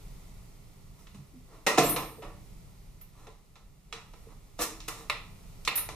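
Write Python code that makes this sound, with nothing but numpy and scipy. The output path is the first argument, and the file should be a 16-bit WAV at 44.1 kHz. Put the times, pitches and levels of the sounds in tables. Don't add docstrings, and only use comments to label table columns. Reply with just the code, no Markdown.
import sys
import numpy as np
from scipy import signal
from scipy.fft import rfft, irfft, next_fast_len
from scipy.io import wavfile
from scipy.ndimage import map_coordinates

SR = 44100
rng = np.random.default_rng(int(sys.argv[2]) if len(sys.argv) > 2 else 0)


def digitize_waveform(pressure):
    field = np.atleast_2d(pressure).T
    bounded = np.clip(field, -1, 1)
    quanta = np.round(bounded * 32767).astype(np.int16)
    wavfile.write(sys.argv[1], SR, quanta)


N = 262395

# frequency_hz, gain_db
KNOCK_COLOUR = [(170, 6), (470, 5), (1100, 0), (2800, -7.5), (6400, -8), (11500, -14)]
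# start_s, level_db, chatter_s, low_hz, high_hz
TOOL_KNOCKS = [(1.07, -10.5, 0.0034, 1960, 3920), (1.146, -16.5, 0.0062, 725, 14100),
               (1.665, 17.5, 0.017, 470, 12900), (1.776, 15.5, 0.014, 480, 7560),
               (1.7824, 17.5, 0.0092, 110, 18000), (1.812, 12, .075, 500, 3940),
               (1.9621, 10.5, 0.012, 730, 5260), (2.022, -5.5, 0.0096, 584, 4570),
               (2.221, -2, 0.024, 371, 3260), (3.012, -18.5, 0.0036, 1470, 6900),
               (3.269, -11.5, 0.0079, 478, 5600), (3.556, -14, 0.0077, 860, 5600),
               (3.9264, 4, .0016, 1240, 5400), (4.136, -15.5, 0.0039, 517, 5500),
               (4.591, 4, 0.011, 232, 10000), (4.804, 2, .0016, 3680, 4230),
               (4.884, 3.5, 0.0032, 855, 14400), (5.6505, 4.5, 0.0034, 3720, 9400),
               (5.756, -3, 0.0032, 1500, 8000), (5.775, 4.5, .012, 1300, 6200),
               (5.8896, -0.5, 0.00096, 470, 8000)]
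def knocks():
    out, hz = np.zeros((2, N)), np.geomspace(100, 15000, 24)
    for start_s, level_db, chatter_s, low_hz, high_hz in TOOL_KNOCKS:
        band_db = -10 * np.log10((1 + (low_hz / hz) ** 4) * (1 + (hz / high_hz) ** 4))
        colour = list(zip(hz, level_db + along(KNOCK_COLOUR, hz) + band_db))
        heard = garage(blow(chatter_s, first_s=0.00038), near_db=1, near_s=0.0043, tail_db=3)
        add(out, start_s, bench(heard, colour))
    return out


# frequency_hz, gain_db
SNAP_COLOUR = [(200, -21.5), (400, -16), (560, -3), (708, -6), (1020, -0.5), (1630, -3.5), (2420, 1),
               (3120, -5), (4200, -4.5), (5600, -17), (9550, -23), (12100, -24), (15000, -29)]
# pitch_hz, level_db, t60_s
WRENCH_MODES = [(1003, -11.5, .4), (1076, -3.5, .2), (1882, 3.5, 0.21), (1950, 0.5, 0.35), (2070, -4, 0.32),
                (2380, -8, 0.68), (2570, -8, 0.41), (2860, -11.5, 0.74), (3870, -16, 0.23),
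                (5040, -10.5, .25)]
# start_s, snap_db, ring_db, chatter_s, tilt_db_per_octave
WRENCH_STRIKES = [(1.667, 10.5, -48.5, 0.0048, -6.5), (5.098, 11.5, -60, 0.003, 1),
                  (5.676, 14.5, -64, 0.0038, 1.5), (5.714, -3, -74, 0.0071, -5.5)]
def wrench():
    out = np.zeros((2, N))
    for start_s, snap_db, ring_db, chatter_s, tilt in WRENCH_STRIKES:
        taps = blow(chatter_s, first_s=0.0004)
        snap = garage(taps, near_db=0, near_s=0.0063, tail_db=-2)
        colour = [(hz, snap_db + db + tilt * np.log2(hz / 2000)) for hz, db in SNAP_COLOUR]
        add(out, start_s, bench(snap, colour))
        drive = garage(taps, near_db=12, near_s=0.0035, tail_db=-17.5)
        ring = sum(amp(db) * ringing(drive, hz, t60_s) for hz, db, t60_s in WRENCH_MODES)
        add(out, start_s, amp(ring_db) * ring)
    return out


# pitch_hz, level_db, t60_s
SOCKET_MODES = [(7591, 0, .25), (7752, -14, .4), (8639, 1, .65), (9600, -9, .68), (9887, 0, .22),
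                (10320, -10, .18), (10440, -11, .2), (10740, -13, .3), (10960, -4, .25), (11100, -2, .28),
                (11360, -10, .25), (11475, -3, .17), (13265, -2, .22), (13460, -7, .15), (13835, -1, .29),
                (14030, -4, .25), (14390, -9, .16)]
# start_s, level_db, chatter_s, brightest_hz, spread_hz
SOCKET_TOUCHES = [(1.829, -52, 0.09, 12400, 1500), (1.849, -52.5, .014, 7600, 300),
                  (1.868, -50, 0.032, 9230, 450), (1.891, -48, .01, 13040, 500),
                  (1.894, -48, 0.021, 10480, 700), (3.012, -67.5, .0038, 13250, 150),
                  (5.755, -47.5, 0.014, 12430, 1290), (5.774, -48.5, .0067, 10280, 600)]
def sockets():
    out, t = np.zeros((2, N)), np.arange(SR) / SR
    for start_s, level_db, chatter_s, brightest_hz, spread_hz in SOCKET_TOUCHES:
        taps = contacts(np.exp(-t / chatter_s), per_second=3000, scatter_db=0.5)
        heard = garage(taps, near_db=9.5, near_s=0.0031, tail_db=-1)
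        for hz, mode_db, t60_s in SOCKET_MODES:
            share = np.exp(-0.5 * ((hz - brightest_hz) / spread_hz) ** 2)
            if share > 0.01:
                buzz_db = -7.5 + 21.5 * np.log2(hz / 12000)
                buzz = amp(buzz_db) * ringing(heard, hz, t60_s=0.1)
                free_ring = ringing(heard, hz, t60_s)
                add(out, start_s, amp(level_db + mode_db) * share * (free_ring + buzz))
    return out


# frequency_hz, gain_db
SLIDE_COLOUR = [(170, 3.5), (470, 1.5), (1100, 3), (2800, -10.5), (6400, -10.5), (11500, -14.5)]
# fastest_s, half_length_s, level_db, tilt_db_per_octave
TOOL_SLIDES = [(1.006, 0.037, -24, 3.5), (1.545, 0.057, -13.5, -1), (3.216, 0.076, -15.5, .6),
               (4.31, 0.033, -18, -1.5), (4.624, .022, 6, 4), (4.77, .07, -19, 3), (4.885, .005, -3, 3.5),
               (4.985, 0.078, -7.5, 1.5)]
def slides():
    out = np.zeros((2, N))
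    for fastest_s, half_s, level_db, tilt in TOOL_SLIDES:
        grains = contacts(push(half_s), per_second=3500, scatter_db=2.5)
        heard = garage(grains, near_db=0.5, near_s=0.0032, tail_db=0)
        colour = [(hz, level_db + db + tilt * np.log2(hz / 1100)) for hz, db in SLIDE_COLOUR]
        add(out, fastest_s - 3 * half_s, bench(heard, colour))
    return out


LANDING_S = 1.779
# pitch_hz, level_db, t60_s
BOARD_MODES = [(137.6, -14, 1), (166.6, -13.5, 0.82), (291, -8, 0.44), (329, -13.5, 0.59), (692, -4, 0.49),
               (738, 6, 0.15)]
def boards():
    out, t = np.zeros((2, N)), np.arange(SR) / SR
    boom = sum(amp(db - 60 * t / t60_s) * np.sin(2 * np.pi * (hz * t + rng.random()))
               for hz, db, t60_s in BOARD_MODES)
    attack = 1 - np.exp(-t / 0.0021)
    add(out, LANDING_S, np.tile(amp(-20.5) * boom * attack, (2, 1)))
    return out


# peak_s, level_db comes last, after the pitch
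BENCH_NUDGES = [(1.157, 201, -64), (1.199, 142.4, -59), (1.348, 250.4, -65.5), (2.19, 445, -62.5),
                (3.282, 445, -68), (3.94, 455, -67.5), (4.273, 450.4, -70), (4.604, 493.7, -53.5)]
def nudges():
    out = np.zeros((2, N))
    for peak_s, pitch_hz, level_db in BENCH_NUDGES:
        half_s = 4.5 / pitch_hz
        rub = push(half_s) * diffuse(ECHO_LIKENESS, SR)
        soft_rub = filtered(rub, lambda hz: 1 / (1 + (hz / (2 * pitch_hz)) ** 4))
        add(out, peak_s - 3 * half_s, amp(level_db) * ringing(soft_rub, pitch_hz, t60_s=0.17))
    return out


def blow(chatter_s, first_s):
    t = np.arange(SR // 4) / SR
    taps = contacts(np.exp(-t / chatter_s), per_second=5500, scatter_db=0) * np.sqrt(chatter_s / first_s)
    taps[0] += 1
    return taps / np.linalg.norm(taps)


def push(half_s):
    t = np.arange(SR) / SR
    return np.exp(-(t / half_s - 3) ** 2)


def contacts(force, per_second, scatter_db):
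    n = len(force)
    hits = (rng.random(n) < per_second / SR) * rng.choice([-1, 1], n)
    taps = hits * amp(scatter_db * rng.standard_normal(n)) * force
    return taps / (np.linalg.norm(taps) + 1e-12)


# centre_hz, width_hz, gain_db
BENCH_RESONANCES = [(313, 16, 9.5), (356, 8.2, -6.5), (449, 26, 7.5), (584, 10, 4), (650, 64, -1),
                    (1010, 34, 4.5), (1172, 38, 3.5), (1303, 44, 3.5), (1576, 100, -8.5), (1810, 11, 1),
                    (2000, 8.4, 3.5), (2646, 180, 3), (3180, 78, -5.5), (3870, 260, 2), (4770, 230, -4.5),
                    (5170, 100, 3.5)]
def bench(x, colour):
    hz = np.fft.rfftfreq(SR, 1 / SR)
    db = along(colour, hz)
    for centre_hz, width_hz, gain_db in BENCH_RESONANCES:
        db += gain_db * np.exp(-0.5 * ((hz - centre_hz) / width_hz) ** 2)
    db += 2.2 * map_coordinates(rng.standard_normal(SR // 80), [hz / 45]) - 0.6
    low_cut = 1 / np.sqrt(1 + (150 / (hz + 1)) ** 8)
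    cepstrum = irfft(np.log(amp(db) * (low_cut + 0.014) + 1e-6), SR)
    fold = np.r_[1, np.full(SR // 2 - 1, 2), np.zeros(SR - SR // 2)]
    response = irfft(np.exp(rfft(cepstrum * fold)), SR)
    return signal.fftconvolve(x, response[None, :SR // 8], axes=1)


# frequency_hz, likeness
ECHO_LIKENESS = [(100, 0.97), (500, 0.94), (1000, 0.79), (2000, 0.49), (4000, 0.11), (8000, .15),
                 (14000, 0.086)]
# frequency_hz, t60_s
GARAGE_DECAY = [(150, 0.81), (500, 0.46), (1400, 0.45), (3700, 0.42), (9000, 0.37), (15000, 0.19)]
def garage(taps, near_db, near_s, tail_db):
    power = np.pad(taps, (0, SR - len(taps))) ** 2
    hz, t, noise = signal.stft(diffuse(ECHO_LIKENESS, SR), SR, nperseg=256)
    frame_energy = np.bincount(np.arange(SR) // 128 + 2, power)
    decay = amp(-120 * t / along(GARAGE_DECAY, hz)[:, None])
    room_energy = signal.fftconvolve(frame_energy[None], decay, axes=1)[:, :len(t)]
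    tail = signal.istft(noise * np.sqrt(abs(room_energy)), SR, nperseg=256)[1][:, :SR]
    near_energy = signal.lfilter([1], [1, -np.exp(-2 / (near_s * SR))], power)
    near = diffuse(ECHO_LIKENESS, SR) * np.sqrt(near_energy)
    heard = (amp(near_db) * unit(near) + amp(tail_db) * unit(tail)) / np.sqrt(SR)
    heard[:, :len(taps)] += taps
    return unit(heard) / np.sqrt(SR)


# frequency_hz, gain_db
RUMBLE_COLOUR = [(12, -32.5), (20, 3), (43, -1.5), (65, -12), (92, -8.5), (156, -10), (202, -14),
                 (221, -23.5), (330, -37), (430, -56), (730, -120)]
HISS_COLOUR = [(150, -29), (250, -3.5), (371, -8.5), (404, -1), (433, -8.5), (774, -11), (1020, -12.5),
               (1390, -15), (1590, -23.5), (1990, -15), (3270, -20), (3620, -18.5), (11000, -20),
               (15000, -21.5)]
# time_s, level_db
ROOM_TONE_DRIFT = [(0.15, -65), (0.65, -68.5), (1.42, -70), (2.5, -67), (3.45, -73.5), (3.83, -73.5),
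                   (4.2, -68), (4.5, -70), (5.45, -65.5)]
def room_tone():
    t = np.arange(N) / SR
    drift_db = np.interp(t, *np.transpose(ROOM_TONE_DRIFT))
    lumps_db = 1.7 * map_coordinates(rng.standard_normal(100), [t * 12], mode="mirror")
    narrow = diffuse([(30, 0.86), (150, 0.82)], N)
    rumble = unit(filtered(narrow, lambda hz: amp(along(RUMBLE_COLOUR, hz))))
    wide = diffuse([(300, 0.36), (1500, 0.2), (5000, 0.3), (12000, 0.29)], N)
    hiss = unit(filtered(wide, lambda hz: amp(along(HISS_COLOUR, hz))))
    shake_db = 7 * (t > LANDING_S) * np.exp(-abs(t - LANDING_S) / 0.2)
    return amp(drift_db) * (amp(17.5 + shake_db + lumps_db) * rumble + amp(8) * hiss)


def diffuse(likeness, size):
    def mid_side_gains(hz):
        angle = np.arccos(np.clip(along(likeness, hz), -1, 1)) / 2
        return np.array([np.cos(angle), np.sin(angle)])
    mid, side = filtered(rng.standard_normal((2, size)), mid_side_gains)
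    return np.array([mid + side, mid - side])


def ringing(x, hz, t60_s):
    pole = amp(-60 / (t60_s * SR)) * np.exp(2j * np.pi * hz / SR)
    return unit(signal.lfilter([1], [1, -pole], x).real)


def amp(db):
    return 10 ** (np.asarray(db) / 20)


def unit(x):
    return x / np.sqrt(np.mean(x ** 2) + 1e-20)


def along(points, hz):
    point_hz, values = np.transpose(points)
    return np.interp(np.log(hz + 1), np.log(point_hz + 1), values)


def filtered(x, response):
    n = x.shape[-1]
    padded = next_fast_len(n + SR // 4)
    return irfft(rfft(x, padded) * response(np.fft.rfftfreq(padded, 1 / SR)), padded)[..., :n]


def add(track, start_s, sound):
    start = max(round(start_s * SR), 0)
    track[:, start:start + sound.shape[-1]] += sound[:, :N - start]


def microphone_sides(hz):
    left_lead_s = 3.6e-5
    right_over_left_db = along([(200, 1.6), (4000, 2.1), (8000, 0.088), (14000, 0.3)], hz)
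    side = np.array([[-0.5], [0.5]])
    return np.exp(-2j * np.pi * hz * left_lead_s * side) * amp(right_over_left_db * side)


def scene():
    tools = knocks() + wrench() + slides() + nudges() + boards() + sockets()
    return filtered(tools + room_tone(), microphone_sides)


def record(dry):
    limit_hz = 14850
    return filtered(dry, lambda hz: 1 / np.sqrt(1 + (hz / limit_hz) ** 200))


dry = scene()
out = record(dry)
digitize_waveform(out)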